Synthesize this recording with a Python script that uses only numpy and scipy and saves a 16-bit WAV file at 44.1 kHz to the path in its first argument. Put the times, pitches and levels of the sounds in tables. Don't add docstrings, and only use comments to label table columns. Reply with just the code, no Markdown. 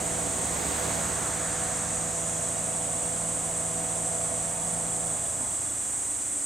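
import sys
import numpy as np
from scipy import signal
from scipy.fft import rfft, irfft, next_fast_len
from scipy.io import wavfile

SR = 44100
rng = np.random.default_rng(int(sys.argv[2]) if len(sys.argv) > 2 else 0)


def dump(signal):
    limited = np.clip(np.atleast_2d(signal).T, -1, 1)
    pcm = np.round(limited * 32767).astype(np.int16)
    wavfile.write(sys.argv[1], SR, pcm)


N = 284445
SIZE = next_fast_len(N + SR)


def from_db(db):
    return 10 ** (np.asarray(db) / 20)


def rms_one(x):
    return x / np.sqrt(np.mean(x ** 2) + 1e-20)


def seconds_after(s):
    return np.maximum(np.arange(N) / SR - s, 0)


def ramp(start_s, end_s):
    return np.minimum(seconds_after(start_s) / max(end_s - start_s, 1 / SR), 1)


def fading(start_db, fade_db_per_s):
    return start_db - fade_db_per_s * seconds_after(0)


def level_in_time(rows):
    time_s, level_db = np.transpose(rows)
    return np.interp(np.arange(N) / SR, time_s, level_db)


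def at_hz(rows, column=1):
    hz = np.maximum(np.arange(SIZE // 2 + 1) * SR / SIZE, 1)
    table = np.array(rows)
    return np.interp(np.log(hz), np.log(table[:, 0]), table[:, column])


def colour(x, spectrum):
    hz = np.arange(SIZE // 2 + 1) * SR / SIZE
    inside = (hz > spectrum[0][0]) & (hz < spectrum[-1][0])
    shaped = rfft(x, SIZE) * from_db(at_hz(spectrum)) * inside
    return rms_one(irfft(shaped, SIZE)[..., :N])


def drift(rate, count=1):
    r = np.exp(-2 * np.pi * rate / SR)
    white = rng.standard_normal((count, N + SR))
    slow = signal.lfilter([1], [1, -2 * r, r * r], white)[:, SR:]
    return slow / slow.std(axis=1, keepdims=True)


def noise():
    return rng.standard_normal((2, N))


def rush(level_db, spectrum):
    return from_db(level_db) * colour(noise(), spectrum)


def orders(hz, table, waver_db):
    turn = 2 * np.pi * np.cumsum(hz) / SR
    wavers = drift(3.0, count=len(table))
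    starts = rng.uniform(0, 2 * np.pi, len(table))
    total = np.zeros(N)
    for (multiple, db), waver, start in zip(table, wavers, starts):
        total += np.sqrt(2) * from_db(db + waver_db * waver) * np.sin(multiple * turn + start)
    return total * [[1], [0]]


def tymbals(low_per_s, high_per_s, jitter, count):
    out = np.zeros((2, N))
    for k in range(2 * count):
        rate = rng.uniform(low_per_s, high_per_s)
        gaps = (1 + jitter * rng.standard_normal(int(N / SR * 600))) / rate
        at = (np.cumsum(gaps) * SR).astype(int)
        signs = rng.choice([-1, 1], len(at))
        np.add.at(out[k % 2], at[at < N], signs[at < N])
    return out


def narrow_band(hz, blur_hz):
    turn = 2 * np.pi * np.cumsum(hz) / SR
    a, b = drift(blur_hz, count=2)
    return a * np.cos(turn) + b * np.sin(turn)


# (frequency [Hz], relative level per Hz [dB])
CHORUS_COLOUR = [(4600, -26.5), (5100, -31.5), (5500, -24), (5900, -17.5), (6900, -9.5), (7700, 0),
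                 (8100, 1), (8700, -1), (9600, -11), (10800, -25.5), (11250, -33), (11300, -32)]
# (frequency [Hz], relative level per Hz [dB])
LOW_CICADA_COLOUR = [(4800, -21), (5500, -8.5), (6200, 1), (6700, 3.5), (7200, 7), (7700, -21)]
# (start [s], end [s], first pitch [Hz], last pitch [Hz], level [dB])
SINGERS = [(0.253, 1.4, 6520, 6500, -47), (1.551, 2.2, 6100, 6270, -54), (1.902, 2.554, 6930, 7100, -44),
           (2.452, 3.801, 8250, 7900, -44), (3.699, 4.6, 5970, 6070, -57), (3.893, 5.202, 8220, 8100, -46),
           (5.202, 6.451, 7550, 7700, -52), (5.303, 6.453, 8000, 7940, -52)]
HUSH_S, HUSHED_S = 2.44, 2.44 + 0.24
CHORUS_DB, CHORUS_GAIN_DB = -30.5, 0.9
LOW_DB, LOW_DROP_DB, LOW_FADE_DB_PER_S = -40, 5.5, 1


def cicadas():
    t, hush = np.arange(N) / SR, ramp(HUSH_S, HUSHED_S)
    main_db = CHORUS_DB - CHORUS_GAIN_DB * (1 - hush) + 0.46 * drift(19)
    low_db = LOW_DB - LOW_DROP_DB * hush - LOW_FADE_DB_PER_S * seconds_after(HUSHED_S)
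    out = from_db(main_db) * colour(tymbals(150, 500, jitter=.1, count=140), CHORUS_COLOUR)
    out += from_db(low_db) * colour(tymbals(150, 500, jitter=.12, count=40), LOW_CICADA_COLOUR)
    for start, end, first_hz, last_hz, db in SINGERS:
        swell = np.clip(np.minimum(t - start, end - t) / 0.079, 0, 1)
        pitch_hz = np.interp(t, [start, end], [first_hz, last_hz])
        out += from_db(db) * swell * narrow_band(pitch_hz, blur_hz=40)
    return out


# (time [s], level [dB])
CRICKET_LEVEL = [(1.5, -64), (2.5, -61), (4.6, -59.5), (5.6, -60), (6.45, -71)]
CRICKET_HZ, RING_T60_S = 3407, 0.027
STROKES_PER_S, STROKE_WANDER = 27.03, .05


def cricket():
    cycles = STROKES_PER_S * seconds_after(0) + STROKE_WANDER * drift(6)[0]
    stroke_count = np.floor(np.maximum.accumulate(cycles))
    strokes = np.diff(stroke_count, prepend=0) * from_db(2 * drift(14)[0])
    r, w = from_db(-60 / (RING_T60_S * SR)), 2 * np.pi * CRICKET_HZ / SR
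    note = strokes + 1e-18
    for _ in range(2):
        note = signal.lfilter([np.sin(w)], [1, -2 * r * np.cos(w), r * r], note)
    return from_db(level_in_time(CRICKET_LEVEL)) * rms_one(note)


# (frequency [Hz], width [Hz], level [dB])
EXHAUST = [(151, 150, -6), (280, 148, -9.5), (475, 186, -13), (664, 191, -2.5), (1090, 635, -11)]


def pipe(x):
    out = 0
    for k, (hz, width_hz, db) in enumerate(EXHAUST):
        r = np.exp(-np.pi * width_hz / SR)
        b = (1 - r * r) / 2 * np.array([1, 0, -1])
        a = [1, -2 * r * np.cos(2 * np.pi * hz / SR), r * r]
        ringing = signal.lfilter(b, a, signal.lfilter(b, a, x))
        out = out + (-1) ** k * from_db(db) * ringing
    return out


# (multiple of the firing rate, level before the pipe [dB])
ENGINE_ORDERS = [(1, -10), (2, 7), (3, -7), (4, -6.5), (5, 0.5), (6, 9), (7, -1), (8, 2.5), (9, 1),
                 (10, -6.5), (11, 0.5), (13, -6.5)]
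# (frequency [Hz], relative level per Hz [dB])
THUD_COLOUR = [(120, -9), (250, 11), (450, -17), (900, 5), (1200, -5), (2200, -21.5)]
RUN_HZ, OFF_S, COAST_S, STALL_S = 82.7, 5.07, 1.8, 5.44
TONE_DB, TONE_DROP_DB, STALL_DB_PER_S = -45.5, 2.5, 150
LOW_ORDERS_DROP_DB = 4.5
PUFF_DB, PUFF_DROP_DB, PUFF_FADE_DB_PER_S = -41.5, 3, 9.5
THUD_DB, THUD_RISE_S, THUD_END_S = -43.5, 0.071, 0.038


def engine():
    hz, off = RUN_HZ * np.exp(-seconds_after(OFF_S) / COAST_S), ramp(OFF_S, OFF_S + 0.22)
    stalled = seconds_after(STALL_S)
    tone_db = TONE_DB - TONE_DROP_DB * off - STALL_DB_PER_S * stalled
    puff_db = PUFF_DB - PUFF_DROP_DB * off - PUFF_FADE_DB_PER_S * stalled
    low = from_db(-LOW_ORDERS_DROP_DB * off) * orders(hz, ENGINE_ORDERS[:6], waver_db=0.83)
    uneven_hz = hz + 0.599 * drift(25)[0]
    high = orders(uneven_hz, ENGINE_ORDERS[6:], waver_db=1.9)
    puffs = noise() * (1 + .15 * np.cos(2 * np.pi * np.cumsum(hz) / SR))
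    out = from_db(tone_db) * pipe(low + high) + from_db(puff_db) * rms_one(pipe(puffs))
    thud_end = STALL_S + THUD_END_S
    shudder = ramp(STALL_S - THUD_RISE_S, STALL_S) - ramp(thud_end - .015, thud_end)
    return out + shudder * rush(THUD_DB, THUD_COLOUR)


# (multiple of IDLE_HZ, relative level [dB])
IDLE_ORDERS = [(.25, -16), (.5, -9.5), (.75, -5), (1, 0), (1.25, -12.5)]
IDLE_HZ, IDLE_DB, IDLE_FADE_DB_PER_S = 108.4, -47, 0.64
SAG_S, SAG_HZ_PER_S, SAG_DB_PER_S = 5.4, 6.8, 8


def idling_engine():
    sag = seconds_after(SAG_S)
    level_db = fading(IDLE_DB, IDLE_FADE_DB_PER_S) - SAG_DB_PER_S * sag
    return from_db(level_db) * orders(IDLE_HZ - SAG_HZ_PER_S * sag, IDLE_ORDERS, waver_db=1.0)


# (time [s], level [dB])
HUM_LEVEL = [(.4, -50.5), (1.2, -63), (5.2, -63), (5.6, -56), (6.45, -52.5)]


def hum():
    pitch_hz = 287 + 3.99 * drift(7.02)[0]
    return from_db(level_in_time(HUM_LEVEL)) * orders(pitch_hz, [(1, 0)], waver_db=2.5)


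# (frequency [Hz], relative level per Hz [dB])
GROUND_COLOUR = [(8, -20), (22, -8), (36, 0), (50, -2), (70, -20)]


def ground_rumble():
    return rush(-62, GROUND_COLOUR)


# (frequency [Hz], relative level per Hz [dB])
RUMBLE_COLOUR = [(35, -20), (60, -5), (100, -3.5), (200, -5), (290, 2), (400, -4), (700, -3.5), (1300, -9),
                 (2200, -18.5)]


def road_rumble():
    return rush(fading(start_db=-44.3, fade_db_per_s=0.42), RUMBLE_COLOUR)


# (frequency [Hz], relative level per Hz [dB])
HISS_COLOUR = [(500, -42), (900, -5.5), (1300, -5.5), (1900, -2), (2500, -5.5), (3500, -7), (4500, -10.5),
               (5400, -13.5), (7000, -22)]


def road_and_engine_hiss():
    level_db = fading(start_db=-44.5, fade_db_per_s=0.38) - 2 * ramp(4.7, 5.8)
    return rush(level_db, HISS_COLOUR)


# (frequency [Hz], relative level per Hz [dB])
TOP_COLOUR = [(11250, -2), (11400, 6.5), (12500, 2.5), (13500, 0.5), (14500, -4), (15900, -8)]


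def top_hiss():
    return rush(-56.5, TOP_COLOUR)


CLEAR_S, NEAR_S, AWAY_S = 0.37, 0.647, 0.92


def passing(near_db, cover_db, fade_db_per_s):
    return near_db - cover_db * (1 - ramp(CLEAR_S, NEAR_S)) - fade_db_per_s * seconds_after(AWAY_S)


# (multiple of the firing rate, relative level [dB])
PASSING_ORDERS = [(1, -1), (2, -12), (3, -6), (4, -17)]
COMING_HZ, GOING_HZ = 72, 70.25
MOTOR_FAR_DB, MOTOR_GONE_S, MOTOR_GONE_DB_PER_S = -54, 4.7, 5


def vehicle_motor():
    hz = COMING_HZ + (GOING_HZ - COMING_HZ) * ramp(NEAR_S, AWAY_S)
    near_db = passing(near_db=-44.5, cover_db=2.1, fade_db_per_s=6)
    far_db = MOTOR_FAR_DB - MOTOR_GONE_DB_PER_S * seconds_after(MOTOR_GONE_S)
    return from_db(np.maximum(near_db, far_db)) * orders(hz, PASSING_ORDERS, waver_db=0.6)


# (frequency [Hz], relative level per Hz [dB])
ROAR_COLOUR = [(40, -32), (70, -7), (130, -13), (190, -8), (330, -6.5), (480, -6.5), (620, -9), (800, -7),
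               (1100, -10.5), (1800, -20), (3000, -34)]


def vehicle_roar():
    return rush(passing(near_db=-37, cover_db=3.5, fade_db_per_s=15), ROAR_COLOUR)


# (frequency [Hz], relative level per Hz [dB])
TYRE_COLOUR = [(800, -12), (1200, -3), (1900, 1), (2800, -6), (4100, -5.5), (4900, -8), (5600, -10),
               (7000, -25)]


def vehicle_tyres():
    return rush(passing(near_db=-40, cover_db=6.2, fade_db_per_s=42), TYRE_COLOUR)


# (frequency [Hz], relative level per Hz [dB])
SIZZLE_COLOUR = [(9000, -11), (11300, -5), (12000, 3), (13000, 2), (14200, -2), (15900, -6)]


def vehicle_sizzle():
    return rush(passing(near_db=-52, cover_db=5.2, fade_db_per_s=18), SIZZLE_COLOUR)


# (frequency [Hz], relative level per Hz [dB])
WASH_COLOUR = [(700, -20), (1100, -2), (1700, -1.5), (2300, -10.5), (3000, -13.5), (4000, -14),
               (5000, -15.5), (6000, -30)]
WASH_FROM_S, WASH_FULL_S, WASH_UNTIL_S = 0.56, 1.04, 1.64
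WASH_DB, WASH_RISE_DB, WASH_FADE_DB_PER_S = -41, 23, 15.5


def wash():
    rise_db = WASH_RISE_DB * (ramp(WASH_FROM_S, WASH_FULL_S) - 1)
    fade_db = WASH_FADE_DB_PER_S * seconds_after(WASH_UNTIL_S)
    return rush(WASH_DB + rise_db - fade_db, WASH_COLOUR)


# (frequency [Hz], left-right likeness [0-1], left over right [dB], left lead [rad])
PAIR = [(30, .99, .2, .07), (100, .99, -.3, .2), (170, .985, -.5, .29), (300, .95, -3.6, .45),
        (500, .91, -6, .58), (750, .89, -5.4, .85), (1100, .57, -3.8, .35), (2000, .65, -3, .45),
        (2800, .75, -2.4, .5), (4400, .88, -1.9, 0), (7500, .86, -2, -.15), (9600, .83, -1.7, -.3),
        (10900, .9, -1, -.1), (11350, .997, 0, 0)]


def ports(x, aside):
    straight, scattered = rfft(x, SIZE)
    unlike = np.clip((1 - at_hz(PAIR, column=1)) * aside, 0, 1)
    louder = from_db(aside * at_hz(PAIR, column=2) / 2)
    tilt = louder * np.exp(.5j * aside * at_hz(PAIR, column=3))
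    mid, side = np.sqrt(1 - unlike / 2) * straight, 1j * np.sqrt(unlike / 2) * scattered
    return np.array([(mid + side) * tilt, (mid - side) / tilt])


def moving(x, first_aside, last_aside):
    slide = ramp(0, N / SR)
    return ports(x * (1 - slide), first_aside) + ports(x * slide, last_aside)


def scene():
    both = ports(cicadas() + cricket() + top_hiss() + vehicle_sizzle(), aside=1)
    both += moving(engine(), first_aside=1.2, last_aside=0.96)
    motors = idling_engine() + hum() + ground_rumble() + vehicle_motor()
    both += moving(motors, first_aside=1.8, last_aside=.15)
    both += moving(road_rumble(), first_aside=.9, last_aside=0.25)
    both += moving(road_and_engine_hiss(), first_aside=1.4, last_aside=1.56)
    both += ports(vehicle_roar() + vehicle_tyres(), aside=1.26)
    both += ports(wash(), aside=0.13)
    return irfft(both, SIZE)[:, :N]


def record(dry):
    steep_cut = signal.ellip(14, .3, 80, 15760, fs=SR, output="sos")
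    return signal.sosfilt(steep_cut, dry)


dry = scene()
out = record(dry)
dump(out)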